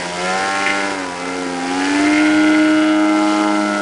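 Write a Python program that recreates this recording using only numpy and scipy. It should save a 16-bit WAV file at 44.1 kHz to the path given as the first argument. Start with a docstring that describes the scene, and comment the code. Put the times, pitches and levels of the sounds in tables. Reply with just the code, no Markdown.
"""A buzzing model biplane hangs on its propeller over a field, then opens the throttle, turns and climbs away.
Its engine fires once a turn; a strong tone at three times the shaft rate is probably the blades.
Uneven firings, summed from shaft harmonics, make a buzz whose colour changes as the plane turns.
Exhaust gas and propeller wash are noise that hisses in step with the shaft, over a faint low outdoor rumble."""
import sys
import numpy as np
from scipy import signal
from scipy.fft import rfft, irfft
from scipy.io import wavfile
from scipy.ndimage import uniform_filter1d

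SR = 44100
rng = np.random.default_rng(int(sys.argv[2]) if len(sys.argv) > 2 else 0)


def master_out(mix):
    """Clip the mix to full scale and print it as 16-bit PCM to the path in sys.argv[1]."""
    frames = np.transpose(np.atleast_2d(mix))
    ceiling = np.clip(frames, -1, 1)
    pcm = np.round(ceiling * 32767).astype(np.int16)
    wavfile.write(sys.argv[1], SR, pcm)


N = 168021

# shaft speed: (time [s], speed [turns/s])
SHAFT_SPEED = [(0.0, 88.8), (0.12, 87.65), (0.19, 89.1), (0.27, 91.85), (0.36, 94.9), (0.48, 97.45),
               (0.61, 98.51), (0.75, 99.1), (0.88, 98.86), (0.96, 96.35), (1.08, 89.65), (1.18, 88.3),
               (1.36, 91.29), (1.58, 87.86), (1.68, 89.36), (1.96, 96.94), (2.07, 99.74), (2.22, 101.8),
               (2.38, 102.6), (2.8, 103.4), (3.26, 103.9), (3.44, 104.1), (3.68, 102.85), (3.81, 101.65)]
# turn from the hovering to the climbing aspect: (time [s], share [0-1])
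TURN_TO_CLIMB = [(1.0, 0.04), (1.8, 0), (2.15, 0.46), (2.45, 1)]
# upper part of the buzz and its noise, before each one's trim: (time [s], level [dB])
RASP_LEVEL = [(0.0, -27), (0.08, -32), (0.32, -24), (0.43, -27), (0.72, -22), (1.07, -34.5), (1.3, -30.5),
              (1.55, -33), (1.89, -24.5), (2.2, -22), (2.6, -26), (3.1, -28.5), (3.81, -30.5)]
# multiples of the shaft rate that the drone plays: firing rate, hum, blade tone and its octave
DRONE_LINES = (1, 2, 3, 6)
PUFF_START_TURNS = .033  # where in the turn the gas bursts out


def undb(db):
    """Turn decibels into an amplitude factor."""
    return 10 ** (np.asarray(db) / 20)


def unit(x):
    """Scale to rms 1."""
    return x / np.sqrt(np.mean(x ** 2))


def curve(rows):
    """Join (time [s], value) rows by straight lines, one value per sample."""
    times, values = np.array(rows, float).T
    return np.interp(np.arange(N) / SR, times, values)


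def walk(rate):
    """Smooth random wander that changes about rate times a second; rms 1."""
    hold = max(int(SR / rate), 2)
    steps = np.repeat(rng.standard_normal(N // hold + 2), hold)
    steps = steps[rng.integers(hold):][:N]
    return unit(uniform_filter1d(uniform_filter1d(steps, hold), hold // 2))


def noise(colour, gate=1):
    """White noise, gated and then filtered to the shape of a (frequency [Hz], level [dB]) colour; rms 1."""
    hz, db = np.array(colour, float).T
    bins_hz = np.arange(N + 1) * SR / (2 * N)
    gain = undb(np.interp(np.log(bins_hz + 1), np.log(hz), db))
    taps = np.fft.fftshift(irfft(gain))[N - 1024:N + 1025] * np.hanning(2049)
    return unit(signal.fftconvolve(rng.standard_normal(N) * gate, taps, mode="same"))


def per_turn(turns):
    """One random value for each turn of the shaft, joined by straight lines."""
    values = rng.standard_normal(N // 100)
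    return np.interp(turns, np.arange(len(values)), values)


def lumpiness():
    """How unevenly the engine fires: 0 at high shaft speed, 1 when throttled back."""
    smooth_hz, lumpy_hz = 99.4, 89.4  # shaft turns per second
    return np.clip((smooth_hz - curve(SHAFT_SPEED)) / (smooth_hz - lumpy_hz), 0, 1)


def drone(turns):
    """Four clean low lines locked to the shaft; they flutter more when the engine runs lumpy."""
    # hum, twice a turn: (time [s], level [dB])
    hum = [(0.0, -37.5), (0.3, -28.5), (0.46, -38), (0.81, -33.5), (1.04, -42), (1.18, -39.5), (1.77, -38),
           (1.88, -47), (2.37, -34), (2.81, -37), (3.71, -24.5), (3.81, -29)]
    # blade tone, three times a turn: (time [s], level [dB])
    blade = [(0.0, -39), (0.19, -49), (0.24, -61), (0.43, -36), (0.75, -28), (1.04, -28), (1.15, -38.5),
             (1.35, -25.5), (1.59, -26), (2.06, -14.5), (2.51, -12), (3.56, -17.5), (3.73, -23.5),
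             (3.81, -24.5)]
    # octave of the blade tone, six times a turn: (time [s], level [dB])
    octave = [(0, -32), (.11, -44), (.26, -26.5), (.45, -32), (.8, -28.5), (1.1, -34.5), (1.55, -35.5),
              (1.85, -44), (2.15, -28), (2.7, -24), (3.4, -25.5), (3.81, -25.5)]
    thump = -52 - 3.5 * curve(TURN_TO_CLIMB)  # firing rate [dB], weaker in the climb
    levels = (thump, curve(hum), curve(blade), curve(octave))
    flutter_db = 0.43 + 0.8 * lumpiness()
    out = 0
    for multiple, db in zip(DRONE_LINES, levels):
        gain = np.sqrt(2) * undb(db + flutter_db * walk(40))
        out = out + gain * np.sin(2 * np.pi * multiple * turns)
    return out


def harmonics(column, count=46):
    """Levels of all harmonics, and the minimum phases of a pulse that strikes and then rings with them."""
    # shaft harmonics, relative within their part: (multiple, hovering level [dB], climbing level [dB])
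    strengths = [(4,-9,-15),(5,-9,-19),(9,-3,-5),(10,-10,-10),(11,-6,-16),(13,-11,-1),(15,-4,-11),(16,-12,-15),(17,-10,-20),
                 (18,-3,-18),(19,-16,-17),(20,-18,-5),(21,0,-10),(22,-12,-17),(23,-24,-19),(24,-10,-23),(25,-18,-25),(26,-25,-18),
                 (27,-17,-21),(28,-23,-14),(29,-21,-16),(30,-23,-19),(31,-25,-21),(32,-26,-17)]
    top_start_db, top_db_per_octave = -7.5, -5.5  # harmonics above the table
    table, multiples = np.array(strengths, float), np.arange(1, count + 1)
    octaves_above = np.log2(np.maximum(multiples / table[-1, 0], 1))
    db = np.interp(multiples, table[:, 0], table[:, column])
    db = db + top_start_db * (octaves_above > 0) + top_db_per_octave * octaves_above
    cepstrum = irfft(np.log(undb(np.append(db[0], db))))
    return db, 2 * rfft(cepstrum[:count], 2 * count).imag[1:]


def hardness():
    """Extra dB that makes the rasp bark out around each hard firing."""
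    # hard firings: (time [s], rise above the others [dB])
    hard_firings = [(.666, 5), (.675, 6.5), (.7037, 6), (.7241, 4.5), (.8384, 4), (2.16, 4), (2.18, 5),
                    (2.1994, 5), (2.5511, 6), (2.6, 4)]
    width_s = .006
    t = np.arange(N) / SR
    return sum(db * np.exp(-((t - start) / width_s) ** 2) for start, db in hard_firings)


def buzz(turns):
    """Ringing of uneven firings: harmonics fade and drift in moving air; the upper ones slide through resonances."""
    # low part of the buzz: (time [s], level [dB])
    bark = [(.1, -31), (.3, -25.5), (.88, -28.5), (1.1, -31.5), (1.35, -28.5), (1.82, -25), (2.2, -33),
            (2.95, -36.5), (3.48, -25.5), (3.81, -39)]
    # middle part of the buzz: (time [s], level [dB])
    snarl = [(.08, -42), (.3, -27), (.85, -28), (1.1, -37.5), (1.3, -32), (1.6, -38.5), (1.82, -30.5),
             (2.45, -28.5), (3.81, -26)]
    # harmonics with swells of their own: multiple -> (time [s], level [dB]), before the lumpy flicker
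    swells = { 7: [(.3, -31), (.6, -47), (.88, -42), (1.65, -53), (2.02, -25.5), (2.2, -31), (2.65, -45),
              (2.95, -31.5), (3.81, -33.5)], 8: [(.1, -35.5), (.33, -19.5), (.65, -26), (1.1, -36),
              (1.62, -37), (1.8, -25), (2.0, -41), (2.45, -30.5), (2.75, -39), (3.2, -25), (3.5, -25),
              (3.81, -40)], 12: [(1.6, -48), (2.0, -44), (2.45, -55), (2.8, -35.5), (3.45, -30),
              (3.81, -54)], 14: [(.1, -44), (.3, -29.5), (.75, -26), (1.1, -41), (2.0, -39), (2.2, -26),
              (2.7, -26), (3.15, -36.5), (3.5, -34), (3.72, -26.5)]}
    timing_turns, lumpy_turns = .0012, .007  # firing jitter, and what lumpy running adds
    smear_turns = .009  # each harmonic arrives this much ahead of the one below
    drift_rad, drift_per_s = .85, 1.5
    fade_db, lumpy_fade_db, fade_per_s = 3.25, 1.3, 5
    lumpy_blur = .7  # share by which the upper resonances blur when lumpy
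    hover_hz, climb_hz = 98.7, 103.2  # shaft speeds at which the harmonic levels hold
    flicker_db = 2.5  # of the swelling harmonics when lumpy
    # spread from firing to firing; the minus sign makes the bark dip as the others rise
    bark_scatter_db, snarl_scatter_db, rasp_scatter_db = -1.14, 1.05, 2.5
    rasp_trim_db = -2.5

    aspect = np.clip(curve(TURN_TO_CLIMB), 0, 1)
    speed, lumpy = curve(SHAFT_SPEED), lumpiness()
    hover_db, hover_phase = harmonics(column=1)
    climb_db, climb_phase = harmonics(column=2)
    jitter = (timing_turns + lumpy_turns * lumpy) * per_turn(turns)
    angle = 2 * np.pi * (turns + jitter)
    strength, multiples = per_turn(turns), np.arange(1, len(hover_db) + 1)

    def line(k):
        """One harmonic of the shaft at rms 1, its phase drifting."""
        phase = (1 - aspect) * hover_phase[k - 1] + aspect * climb_phase[k - 1]
        phase = phase + np.pi * smear_turns * (k - 1) ** 2
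        return np.sqrt(2) * np.cos(k * angle + phase + drift_rad * walk(drift_per_s))

    def resonance(k, db, hz):
        """Level of a harmonic as its frequency slides through resonances that stay put."""
        place = k * speed / hz
        sharp = np.interp(place, multiples, db)
        blurred = np.interp(place, multiples, uniform_filter1d(db, size=7))
        return sharp + lumpy_blur * lumpy * (blurred - sharp)

    def part(order, count, sliding=False):
        """A run of neighbouring harmonics, each fading on its own, at even overall power."""
        out, power = 0, 0
        for k in range(order, order + count):
            if k in DRONE_LINES or k in swells:
                continue
            hover, climb = hover_db[k - 1], climb_db[k - 1]
            if sliding:
                hover, climb = resonance(k, hover_db, hover_hz), resonance(k, climb_db, climb_hz)
            fade = (fade_db + lumpy_fade_db * lumpy) * walk(fade_per_s)
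            gain = undb(hover + aspect * (climb - hover) + fade)
            out, power = out + gain * line(k), power + gain ** 2
        return out / np.sqrt(power)

    swelling = 0
    for k, rows in swells.items():
        flicker = flicker_db * lumpy * (walk(29.85) - 1.5)  # also lowers the line when lumpy
        swelling = swelling + line(k) * undb(curve(rows) + flicker)
    low = swelling + part(order=4, count=8) * undb(curve(bark))
    low = low * undb(bark_scatter_db * strength)
    middle = part(order=12, count=6) * undb(curve(snarl) + snarl_scatter_db * strength)
    rasp_db = curve(RASP_LEVEL) + hardness() + rasp_trim_db + rasp_scatter_db * strength
    upper = part(order=18, count=29, sliding=True) * undb(rasp_db)
    return low + middle + upper


def spit(turns):
    """A short spike at each firing, of very uneven size, that decays within the turn."""
    decay_turns, scatter_db = .16, 2.2
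    since = turns - PUFF_START_TURNS + 1
    sizes = undb(scatter_db * np.clip(rng.standard_normal(N // 100), -2, 2))
    return sizes[since.astype(int)] * np.exp(-(since % 1) / decay_turns)


def exhaust_gas(turns, spikes):
    """A puff of turbulent noise follows each firing, with a crackle at its front."""
    # rush of gas: (time [s], level [dB])
    gas = [(0, -26.5), (.12, -32), (.3, -28), (.55, -30), (.88, -28), (1.08, -31), (1.35, -29),
           (1.6, -29.5), (1.9, -25.5), (2.2, -27.5), (2.9, -29.5), (3.81, -28)]
    # colour of the rush, shape only: (frequency [Hz], level [dB])
    gas_colour = [(150, -22.5), (250, -8.5), (340, 3), (470, -3), (560, -8.5), (730, -3.5), (950, -3.5),
                  (1150, -12.5), (1400, -1.5), (1750, -10.5), (2200, -23), (3300, -22.5)]
    # colour of the crackle, shape only: (frequency [Hz], level [dB])
    crackle_colour = [(1200, -29), (1700, -3), (2120, -1), (2450, -1), (2950, -11), (3600, -24.5),
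                      (5000, -31.5)]
    decay_turns, floor, scatter_db, crackle_trim_db = .25, .42, 2.1, -7.5
    since = (turns - PUFF_START_TURNS) % 1
    puff = (floor + np.exp(-since / decay_turns)) * undb(scatter_db * per_turn(turns))
    rush = noise(gas_colour, puff) * undb(curve(gas))
    crackle_db = curve(RASP_LEVEL) + hardness() + crackle_trim_db
    return rush + noise(crackle_colour, puff / 2 + spikes) * undb(crackle_db)


def wash(turns, spikes):
    """Propeller hiss that spits with each firing and throbs, most in the climb, with each blade."""
    # hiss before its trim: (time [s], level [dB])
    hiss = [(0.0, -31), (0.11, -32), (0.29, -29), (0.86, -31), (1.05, -36.5), (1.58, -35), (1.88, -29),
            (2.03, -29.5), (2.06, -31), (3.0, -38), (3.31, -32.5), (3.47, -35), (3.81, -35)]
    # colour of the hiss, shape only: (frequency [Hz], level [dB])
    hiss_colour = [(1800, -6), (2900, 3.5), (3700, -0.5), (4200, 0.5), (4800, 2.5), (5400, 0.5), (6200, -2),
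                   (7500, -4.5), (8800, -7), (10000, -9.5)]
    spit_depth, flicker_db, trim_db = .9, .6, 1.5
    blade_depth = .12 + .27 * curve(TURN_TO_CLIMB)
    blades = np.cos(3 * 2 * np.pi * turns)
    throb = 1 + spit_depth * spikes + blade_depth * blades
    return noise(hiss_colour, throb) * undb(curve(hiss) + trim_db + flicker_db * per_turn(turns))


def air():
    """Faint low rumble of the open air: noise weighted to the bottom octaves."""
    # colour of the rumble, shape only: (frequency [Hz], level [dB])
    rumble_colour = [(20, -6), (45, -9), (90, 2), (150, 2.5), (250, -19.5), (500, -35.5)]
    # rumble: (time [s], level [dB])
    rumble = [(0, -56), (.7, -49), (1.1, -54), (1.6, -55), (2.0, -42), (2.75, -42.5), (3.15, -55),
              (3.81, -61)]
    return noise(rumble_colour) * undb(curve(rumble))


def scene():
    """One slightly wobbling shaft drives every part of the engine's sound; the air lies beneath."""
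    wobble = .0004 * walk(24.72)  # share of the shaft speed
    turns = np.cumsum(curve(SHAFT_SPEED) * (1 + wobble)) / SR
    spikes = spit(turns)
    engine = drone(turns) + buzz(turns) + exhaust_gas(turns, spikes)
    return (engine + wash(turns, spikes) + air())[None]


def record(dry):
    """A steep low-pass cuts off the top of the treble."""
    top_hz = 10050
    return signal.sosfilt(signal.ellip(12, .2, 80, top_hz, fs=SR, output="sos"), dry)


dry = scene()
out = record(dry)
master_out(out)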